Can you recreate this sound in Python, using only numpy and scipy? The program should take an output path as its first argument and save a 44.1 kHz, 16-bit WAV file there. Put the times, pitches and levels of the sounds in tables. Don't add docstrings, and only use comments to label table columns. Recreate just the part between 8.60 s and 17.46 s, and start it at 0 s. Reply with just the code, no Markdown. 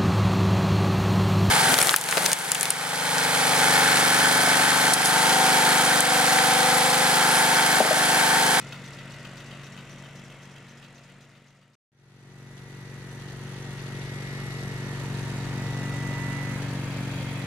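import sys
import numpy as np
from scipy import signal
from scipy.fft import rfft, irfft, next_fast_len
from scipy.io import wavfile
from scipy.ndimage import uniform_filter1d, map_coordinates

SR = 44100
rng = np.random.default_rng(int(sys.argv[2]) if len(sys.argv) > 2 else 0)


def log_audio(samples):
    frames = np.atleast_2d(samples).T
    limited = np.clip(frames, -1, 1)
    pcm = np.round(limited * 32767).astype(np.int16)
    wavfile.write(sys.argv[1], SR, pcm)


N = 390726
T = np.arange(N) / SR

BELT_RATIO = .8185
WORM_RATIO = 10
BELT_LAPS = .406
FRONT_SET_HZ, UNDER_SET_HZ = 46.413, 46.432
WHINE_ORDER, FRONT_WHINE_DB = 42, -60
FRONT_SLOPE_DB_PER_S = 0.77
HARD_CLANK_S = .25
FADE_OUT_END_S, FADE_OUT_CUT_S = 3.363, 3.154
FADE_IN_START_S, FADE_IN_S, FADE_IN_CUT_S = 3.287, 3.39, 3.319
TOP_HZ = 15750

# [f/Hz, level/dB]
FRONT_PIPE = [(20, -46), (46, -21), (93, -19.5), (140, 2.5), (186, -9.5), (233, -12.5), (280, -11.5),
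              (326, -26), (380, -21), (520, -20.5), (800, -32), (1500, -34.5), (3000, -55)]
PULLEY_PIPE = [(20, -73), (46, -17), (93, -21), (140, 1.5), (186, -7), (233, -12), (280, -14.5), (326, -15),
               (375, -11), (430, -17), (470, -17), (530, -28.5), (1500, -46), (3000, -50)]
JOINT_PIPE = [(20, -58), (46, -24.5), (93, -15.5), (140, 1), (186, -6), (233, -11.5), (280, -7),
              (326, -20.5), (420, -22.5), (600, -24.5), (750, -37), (1500, -31), (3000, -64)]
# [multiple of shaft speed, front level/dB, under-frame level/dB]
IMPELLER = [(1, -11.5, -17), (2, -13.5, -16.5), (3, 0, 0.5), (5, -0.5, -16), (6, -2, -14.5), (9, -8, -15.5),
            (12, -23.5, -20), (15, -18, -28)]
# [f/Hz, relative level/dB]
FRONT_RUSH = [(20, -22.5), (35, -13), (65, -9), (110, -1), (160, 9.5), (300, -1), (600, 3.5), (900, -3.5),
              (1350, 1), (1700, -1.5), (2050, 0), (2600, -7), (5000, -39)]
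UNDER_RUSH = [(20, -9), (35, -2), (65, 3.5), (110, 8.5), (160, 7.5), (280, 3), (600, 0.5), (850, 0.5),
              (1100, -1.5), (1350, 0), (1900, -3), (2600, -9), (5000, -34.5)]
FRONT_CLATTER = [(600, -41), (1800, -9.5), (2700, 0), (3600, -4), (5000, -10.5), (6200, -10), (8000, -19.5),
                 (11000, -24.5), (15500, -42)]
UNDER_CLATTER = [(600, -19), (1800, -9.5), (2500, -0.5), (3600, 0), (4400, -1.5), (5300, -6), (6500, -8),
                 (8000, -14), (11000, -18.5), (15500, -39)]
FRONT_VALVE = [(4000, -39), (6000, -8), (7000, 6.5), (8000, 4.5), (8800, -1), (9700, -1), (11500, -11.5),
               (13000, -13), (15500, -25)]
UNDER_VALVE = [(4000, -23), (6000, 1), (7100, 1.5), (9000, -1), (10500, 0), (11800, -5), (13000, -10),
               (15500, -26)]
FRONT_TICKS = [(0.2, 0.033, 0.85), (0.93, 0.078, 0.18), (0.4, .08, 0.116)]
UNDER_TICKS = [(.12, 0.17, 1), (.8, 0.11, 1)]
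FRONT_PUFF = [(.07, 0.03, 0.78)]
UNDER_PUFF = [(0.064, 0.057, 0.38)]
# [place in the turn 0-1, f/Hz, width scale/octaves, level/dB, decay/s]
FRONT_KNOCKS = [(.26, 5360, 0.38, -51.5, 0.026), (.92, 4200, 0.56, -50.5, 0.021),
                (0.96, 6050, 0.097, -52.5, 0.027), (.05, 3000, 0.67, -46, 0.0092)]
UNDER_KNOCKS = [(.84, 4600, .15, -53.5, 0.011), (.94, 4500, 0.24, -52, 0.0091)]
# [f/Hz, side-to-mid level/dB]
FRONT_SIDE = [(60, -1), (380, -20), (950, -18), (2380, -8.5), (6000, -5), (15000, -1.5)]
UNDER_SIDE = [(60, -16), (150, -7.5), (380, -11), (950, -10), (2380, -1), (6000, 1.5), (15000, -0.5)]
# [t/s, share of the way 0-1]
WALK = [(5.8, 0), (6.7, 0.38), (7.4, 0.76), (8.2, 0.99)]
# [f/Hz, width/Hz, level/dB]
HOUSING = [(580, 53, 7.5), (1380, 77, -7), (2400, 230, -0.5), (2640, 240, -2), (3270, 250, -4.5),
           (4650, 120, -10)]
FLIGHTS = [(640, 160, -5), (1360, 300, -1), (2600, 81, 1), (2880, 81, 2), (3160, 140, -2.5),
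           (3210, 110, -1), (3740, 180, -4.5), (4580, 220, -6.5), (6100, 520, -12)]
BLOCK = [(1300, 200, 4), (1650, 440, 3), (3250, 500, -14)]
# [t/s, f/Hz, level/dB]
BELT = [(3.4, 5930, -56), (4.3, 5950, -55.5), (5.8, 5840, -63), (6.3, 6070, -54.5), (7, 6370, -59.5),
        (7.5, 6440, -67)]
BELT_SPOTS = [(0, 0.04, 1), (.37, 0.064, 0.56)]
# [middle t/s, length/s, extra speed/(turns per s)]
FRONT_SURGES = [(1.357, 1.677, .167), (2.791, .979, .23)]
UNDER_SURGES = [(4.142, 2.211, .24), (5.777, 1.422, .511), (7.711, 1.887, .546), (8.469, .666, -.18)]
# [front level/dB, pulley level/dB, joint level/dB]
EXHAUST_DB = (-44.4, -33, -33)
IMPELLER_DB = (-53.5, -38.5, -38)
RUSH_DB = (-47, -41, -41.5)
CLATTER_DB = (-53, -48.5, -51.5)
VALVE_DB = (-63.5, -56, -58.5)
# [t/s, added level/dB]
CLOSENESS = [(3.5, 1.1), (6.1, -1), (7.6, 0.7), (8.8, -.6)]
# [multiple of crank speed, front level/dB, pulley level/dB, joint level/dB,
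#             level change/dB per extra turn/s, left-right level/dB]
FAN_TONES = [(20, -64, -57.5, -55.5, 2, 4), (38, -68, -55.5, -59.5, 8.5, -4), (40, -68, -53, -59, -15, 3),
             (46, -64.5, -57.5, -61, 10.5, -13)]
# [middle t/s, length/s, multiple of crank speed, level/dB, left-right level/dB, lag between ports/rad]
LOUD_SPOTS = [(4.1, 3.1, 42, -47.5, 16, 0.76), (5.75, 2.1, 42, -43.5, 4.5, 2.4),
              (6.701, 1.6, 42, -51.5, 0, 2.15), (7.316, 1.03, 42, -44, 0, .6),
              (7.4, 2.4, 20, -54.5, 0, 0.45), (7.72, 0.91, 42, -42.5, -18, 1.1),
              (8.85, 0.75, 42, -51.5, -12, .9)]
# [t/s, extra level/dB]
HARD_CLANKS = [(.14, 6), (.66, 2), (2.24, 4)]


def amp(db):
    return 10 ** (np.asarray(db) / 20)


def unit(x):
    return x / np.sqrt(np.mean(x ** 2) + 1e-20)


def along(points, hz):
    f, v = np.transpose(points)
    return np.interp(np.log(hz + 1), np.log(f + 1), v)


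def curves(rows):
    s, *cols = np.transpose(rows)
    return [np.interp(T, s, c) for c in cols]


def wobble(rate):
    knots = rng.standard_normal(int(N * rate / SR) + 4)
    return map_coordinates(knots, [T * rate])


def swell(middle, length):
    return np.cos(np.pi * np.clip((T - middle) / length, -.5, .5)) ** 2


def filtered(x, response):
    m = next_fast_len(N + SR // 2)
    spectrum = rfft(x, m) * response(np.fft.rfftfreq(m, 1 / SR))
    return irfft(spectrum, m)[..., :N]


def ringing(spectrum_db, size=8192):
    magnitude = amp(along(spectrum_db, np.fft.rfftfreq(size, 1 / SR)))
    cepstrum = irfft(np.log(magnitude))
    cepstrum[1:size // 2] *= 2
    cepstrum[size // 2 + 1:] = 0
    return irfft(np.exp(rfft(cepstrum)))


def resonances(modes):
    def colour_db(f):
        power = 0
        for hz, width, db in modes:
            detuning = (f * f - hz * hz) / ((f + 1) * width)
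            power = power + amp(db) ** 2 / (1 + detuning ** 2)
        return 10 * np.log10(power)
    return colour_db


def noise(colour_db, spread, gate=1):
    def shape(hz):
        mid_db = colour_db(hz)
        return amp([mid_db, mid_db + along(spread, hz)])
    mid, side = filtered(gate * rng.standard_normal((2, N)), shape)
    return np.array([mid + side, mid - side]) / np.std(mid)


def scatter(turns, scatter_db):
    index = np.floor(turns - np.floor(turns.min())).astype(int)
    return amp(scatter_db * rng.standard_normal(index.max() + 1))[index]


def bursts(turns, rows, scatter_db):
    out = 0
    for place, rise, strength in rows:
        age = (turns - place) % 1 / rise
        out = out + strength * scatter(turns - place, scatter_db) * age * np.exp(1 - age)
    return out


def blows(turns, place, decay):
    age_s = (turns - place) % 1 / np.gradient(turns) / SR
    strength = scatter(turns - place, scatter_db=1.3)
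    return strength * np.exp(-age_s / decay) * (1 - np.exp(-age_s / .0008))


def placed(pan_db, lag):
    sides = np.array([[.5], [-.5]])
    gains = amp(sides * pan_db)
    return gains / gains.mean() * np.exp(-1j * sides * lag)


def crank_rotation(set_hz, surges, start_turns):
    extra_hz = sum(size * swell(middle, length) for middle, length, size in surges)
    return start_turns + np.cumsum(set_hz + extra_hz) / SR, extra_hz


def exhaust(crank, pipe, place, scatter_db, uneven, chamber_hz=480):
    firing = np.floor(crank - place)
    onsets = np.diff(firing, prepend=firing[0])
    cylinder = 1 + uneven * (-1) ** firing
    pulses = onsets * scatter(crank - place + .5, scatter_db) * cylinder
    thuds = signal.fftconvolve(pulses, ringing(pipe + [(8000, -120)]))[:N]
    return -unit(filtered(thuds, lambda f: (chamber_hz - 1j * f) / (chamber_hz + 1j * f)))


def impeller(shaft, levels_db, waver_db):
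    out = 0
    for row, db in zip(IMPELLER, levels_db):
        gain = amp(db + waver_db * wobble(7))
        out = out + gain * np.sin(2 * np.pi * (round(row[0]) * shaft + rng.random()))
    return np.sqrt(2) * out


def machinery(crank, spread, rush, clatter, valve, puff, ticks, gains_db, puff_depth, grain_db, tick_floor):
    puffs = bursts(crank, puff, scatter_db=2.5)
    jolts = bursts(crank, ticks, scatter_db=4)
    clicks = bursts(crank, ticks, scatter_db=2)
    air = noise(lambda hz: along(rush, hz), spread, 1 + puff_depth * puffs)
    rattle_gate = amp(grain_db * wobble(450)) * (1 + 0.54 * jolts)
    rattle = noise(lambda hz: along(clatter, hz), spread, rattle_gate)
    tap_gate = amp(grain_db * wobble(900)) * (tick_floor + clicks)
    taps = noise(lambda hz: along(valve, hz), spread, tap_gate)
    return sum(amp(db) * layer for db, layer in zip(gains_db, (air, rattle, taps)))


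def auger(shaft, knocks, spread):
    out = np.zeros((2, N))
    for place, hz, octaves, db, decay in knocks:
        def colour_db(f):
            distance = np.log2((f + 1) / hz) / (2 * octaves)
            return -40 * np.log10(1 + distance ** 2)
        steel = noise(colour_db, spread)
        out += amp(db) * blows(shaft / WORM_RATIO, place, decay) * steel
    return out


def clank(shaft, place, level_db, decay, ragged_db=3):
    chatter = unit(amp(ragged_db * wobble(130)))
    force_db = level_db + sum(db * swell(s, HARD_CLANK_S) for s, db in HARD_CLANKS)
    drop = blows(shaft / WORM_RATIO, place, decay)
    return amp(force_db) * drop * chatter * noise(resonances(FLIGHTS), FRONT_SIDE)


def reflections(x, depth_db):
    hz, _, z = signal.stft(x, SR, nperseg=1024)
    field = uniform_filter1d(rng.standard_normal(z.shape), size=3, axis=1)
    field = unit(uniform_filter1d(field, size=70, axis=2))
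    gain = amp(depth_db * np.clip(hz / 2000, 0, 1)[:, None] * field)
    gain /= np.sqrt(np.mean(gain ** 2, axis=(0, 2), keepdims=True)) ** .5
    return signal.istft(z * gain, SR, nperseg=1024)[1][:, :N]


def whine(crank, order, ports, waver_db, flutter):
    phase = 2 * np.pi * (round(order) * crank + rng.random())
    phase = phase + flutter * order / WHINE_ORDER * wobble(40)
    shifting = amp(waver_db * np.array([wobble(3.04), wobble(2.98)]))
    return np.sqrt(2) * shifting * np.imag(ports * np.exp(1j * phase))


def front():
    crank, _ = crank_rotation(FRONT_SET_HZ, FRONT_SURGES, start_turns=.014)
    shaft = BELT_RATIO * crank
    hum = amp(EXHAUST_DB[0]) * exhaust(crank, FRONT_PIPE, place=0.058, scatter_db=1.0, uneven=.03)
    hum += amp(IMPELLER_DB[0]) * impeller(shaft, [row[1] for row in IMPELLER], waver_db=2.0)
    works = machinery(crank, FRONT_SIDE, FRONT_RUSH, FRONT_CLATTER, FRONT_VALVE, FRONT_PUFF, FRONT_TICKS,
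                      (RUSH_DB[0], CLATTER_DB[0], VALVE_DB[0]),
                      puff_depth=0.37, grain_db=1.1, tick_floor=.13)
    works += auger(shaft, FRONT_KNOCKS, FRONT_SIDE)
    works += clank(shaft, place=.465, level_db=-44, decay=0.029)
    tones = [row[:2] for row in FAN_TONES] + [(WHINE_ORDER, FRONT_WHINE_DB)]
    fan = sum(amp(db) * whine(crank, order, placed(0, lag=.4), waver_db=1.5, flutter=.55)
              for order, db in tones)
    balance = amp([[.6], [-.6]])
    return amp(FRONT_SLOPE_DB_PER_S * T) * (hum + reflections(works, depth_db=2.3) + fan) * balance


def on_the_way(levels_db, way):
    *_, pulley_db, joint_db = levels_db
    return pulley_db + way * (joint_db - pulley_db)


def belt(crank, width_hz):
    hz, db = curves(BELT)
    carrier = np.exp(2j * np.pi * np.cumsum(hz) / SR)
    ports = []
    for _ in range(2):
        envelope = wobble(width_hz) + 1j * wobble(width_hz)
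        ports.append(unit(np.real(carrier * envelope)))
    spots = unit(0.11 + bursts(BELT_LAPS * crank, BELT_SPOTS, scatter_db=4.0))
    return amp(db) * np.array(ports) * spots


def camshaft(crank, level_db, place, decay):
    return amp(level_db) * blows(crank / 2, place, decay) * noise(resonances(BLOCK), UNDER_SIDE)


def housing_rattle(way):
    return amp(-48.0 + 2.0 * wobble(90)) * way ** 3 * noise(resonances(HOUSING), UNDER_SIDE)


def loud_spots(order):
    return sum(amp(db) * swell(middle, length) * placed(pan_db, lag)
               for middle, length, multiple, db, pan_db, lag in LOUD_SPOTS
               if abs(multiple / order - 1) < .03)


def fan_close(crank, extra_hz, way):
    out = whine(crank, WHINE_ORDER, loud_spots(WHINE_ORDER), waver_db=1.0, flutter=0.24)
    for order, *levels_db, surge_db, pan_db in FAN_TONES:
        level_db = on_the_way(levels_db, way) + surge_db * extra_hz
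        ports = amp(level_db) * placed(pan_db, lag=1.0) + loud_spots(order)
        out += whine(crank, order, ports, waver_db=2.0, flutter=0.27)
    return out


def under():
    crank, extra_hz = crank_rotation(UNDER_SET_HZ, UNDER_SURGES, start_turns=.465)
    shaft = BELT_RATIO * crank
    way = np.clip(curves(WALK)[0], 0, 1)
    closeness_db = curves(CLOSENESS)[0]
    parts = (EXHAUST_DB, IMPELLER_DB, RUSH_DB, CLATTER_DB, VALVE_DB)
    exhaust_db, impeller_db, *works_db = [on_the_way(part, way) + closeness_db for part in parts]
    at_pulley, at_joint = [exhaust(crank, pipe, place=0.98, scatter_db=0.4, uneven=0.021)
                           for pipe in (PULLEY_PIPE, JOINT_PIPE)]
    hum = amp(exhaust_db) * ((1 - way) * at_pulley + way * at_joint)
    hum += amp(impeller_db) * impeller(shaft, [row[2] for row in IMPELLER], waver_db=0.5)
    works = machinery(crank, UNDER_SIDE, UNDER_RUSH, UNDER_CLATTER, UNDER_VALVE, UNDER_PUFF, UNDER_TICKS,
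                      works_db, puff_depth=0.18, grain_db=0.25, tick_floor=0.05)
    works += auger(shaft, UNDER_KNOCKS, UNDER_SIDE)
    works += belt(crank, width_hz=320)
    works += camshaft(crank, level_db=-45.0, place=0.097, decay=0.0022)
    works += housing_rattle(way)
    balance = amp([[.8], [-.8]])
    return hum * balance + reflections(works, depth_db=2) + fan_close(crank, extra_hz, way)


def scene():
    fade_out = (1 - T / FADE_OUT_END_S) * (T < FADE_OUT_CUT_S)
    fade_in = np.clip((T - FADE_IN_START_S) / FADE_IN_S, 0, 1) * (T > FADE_IN_CUT_S)
    return fade_out * front() + fade_in * under()


def record(dry):
    return filtered(dry, lambda hz: np.clip((TOP_HZ - hz) / 100, 0, 1))


dry = scene()
out = record(dry)
log_audio(out)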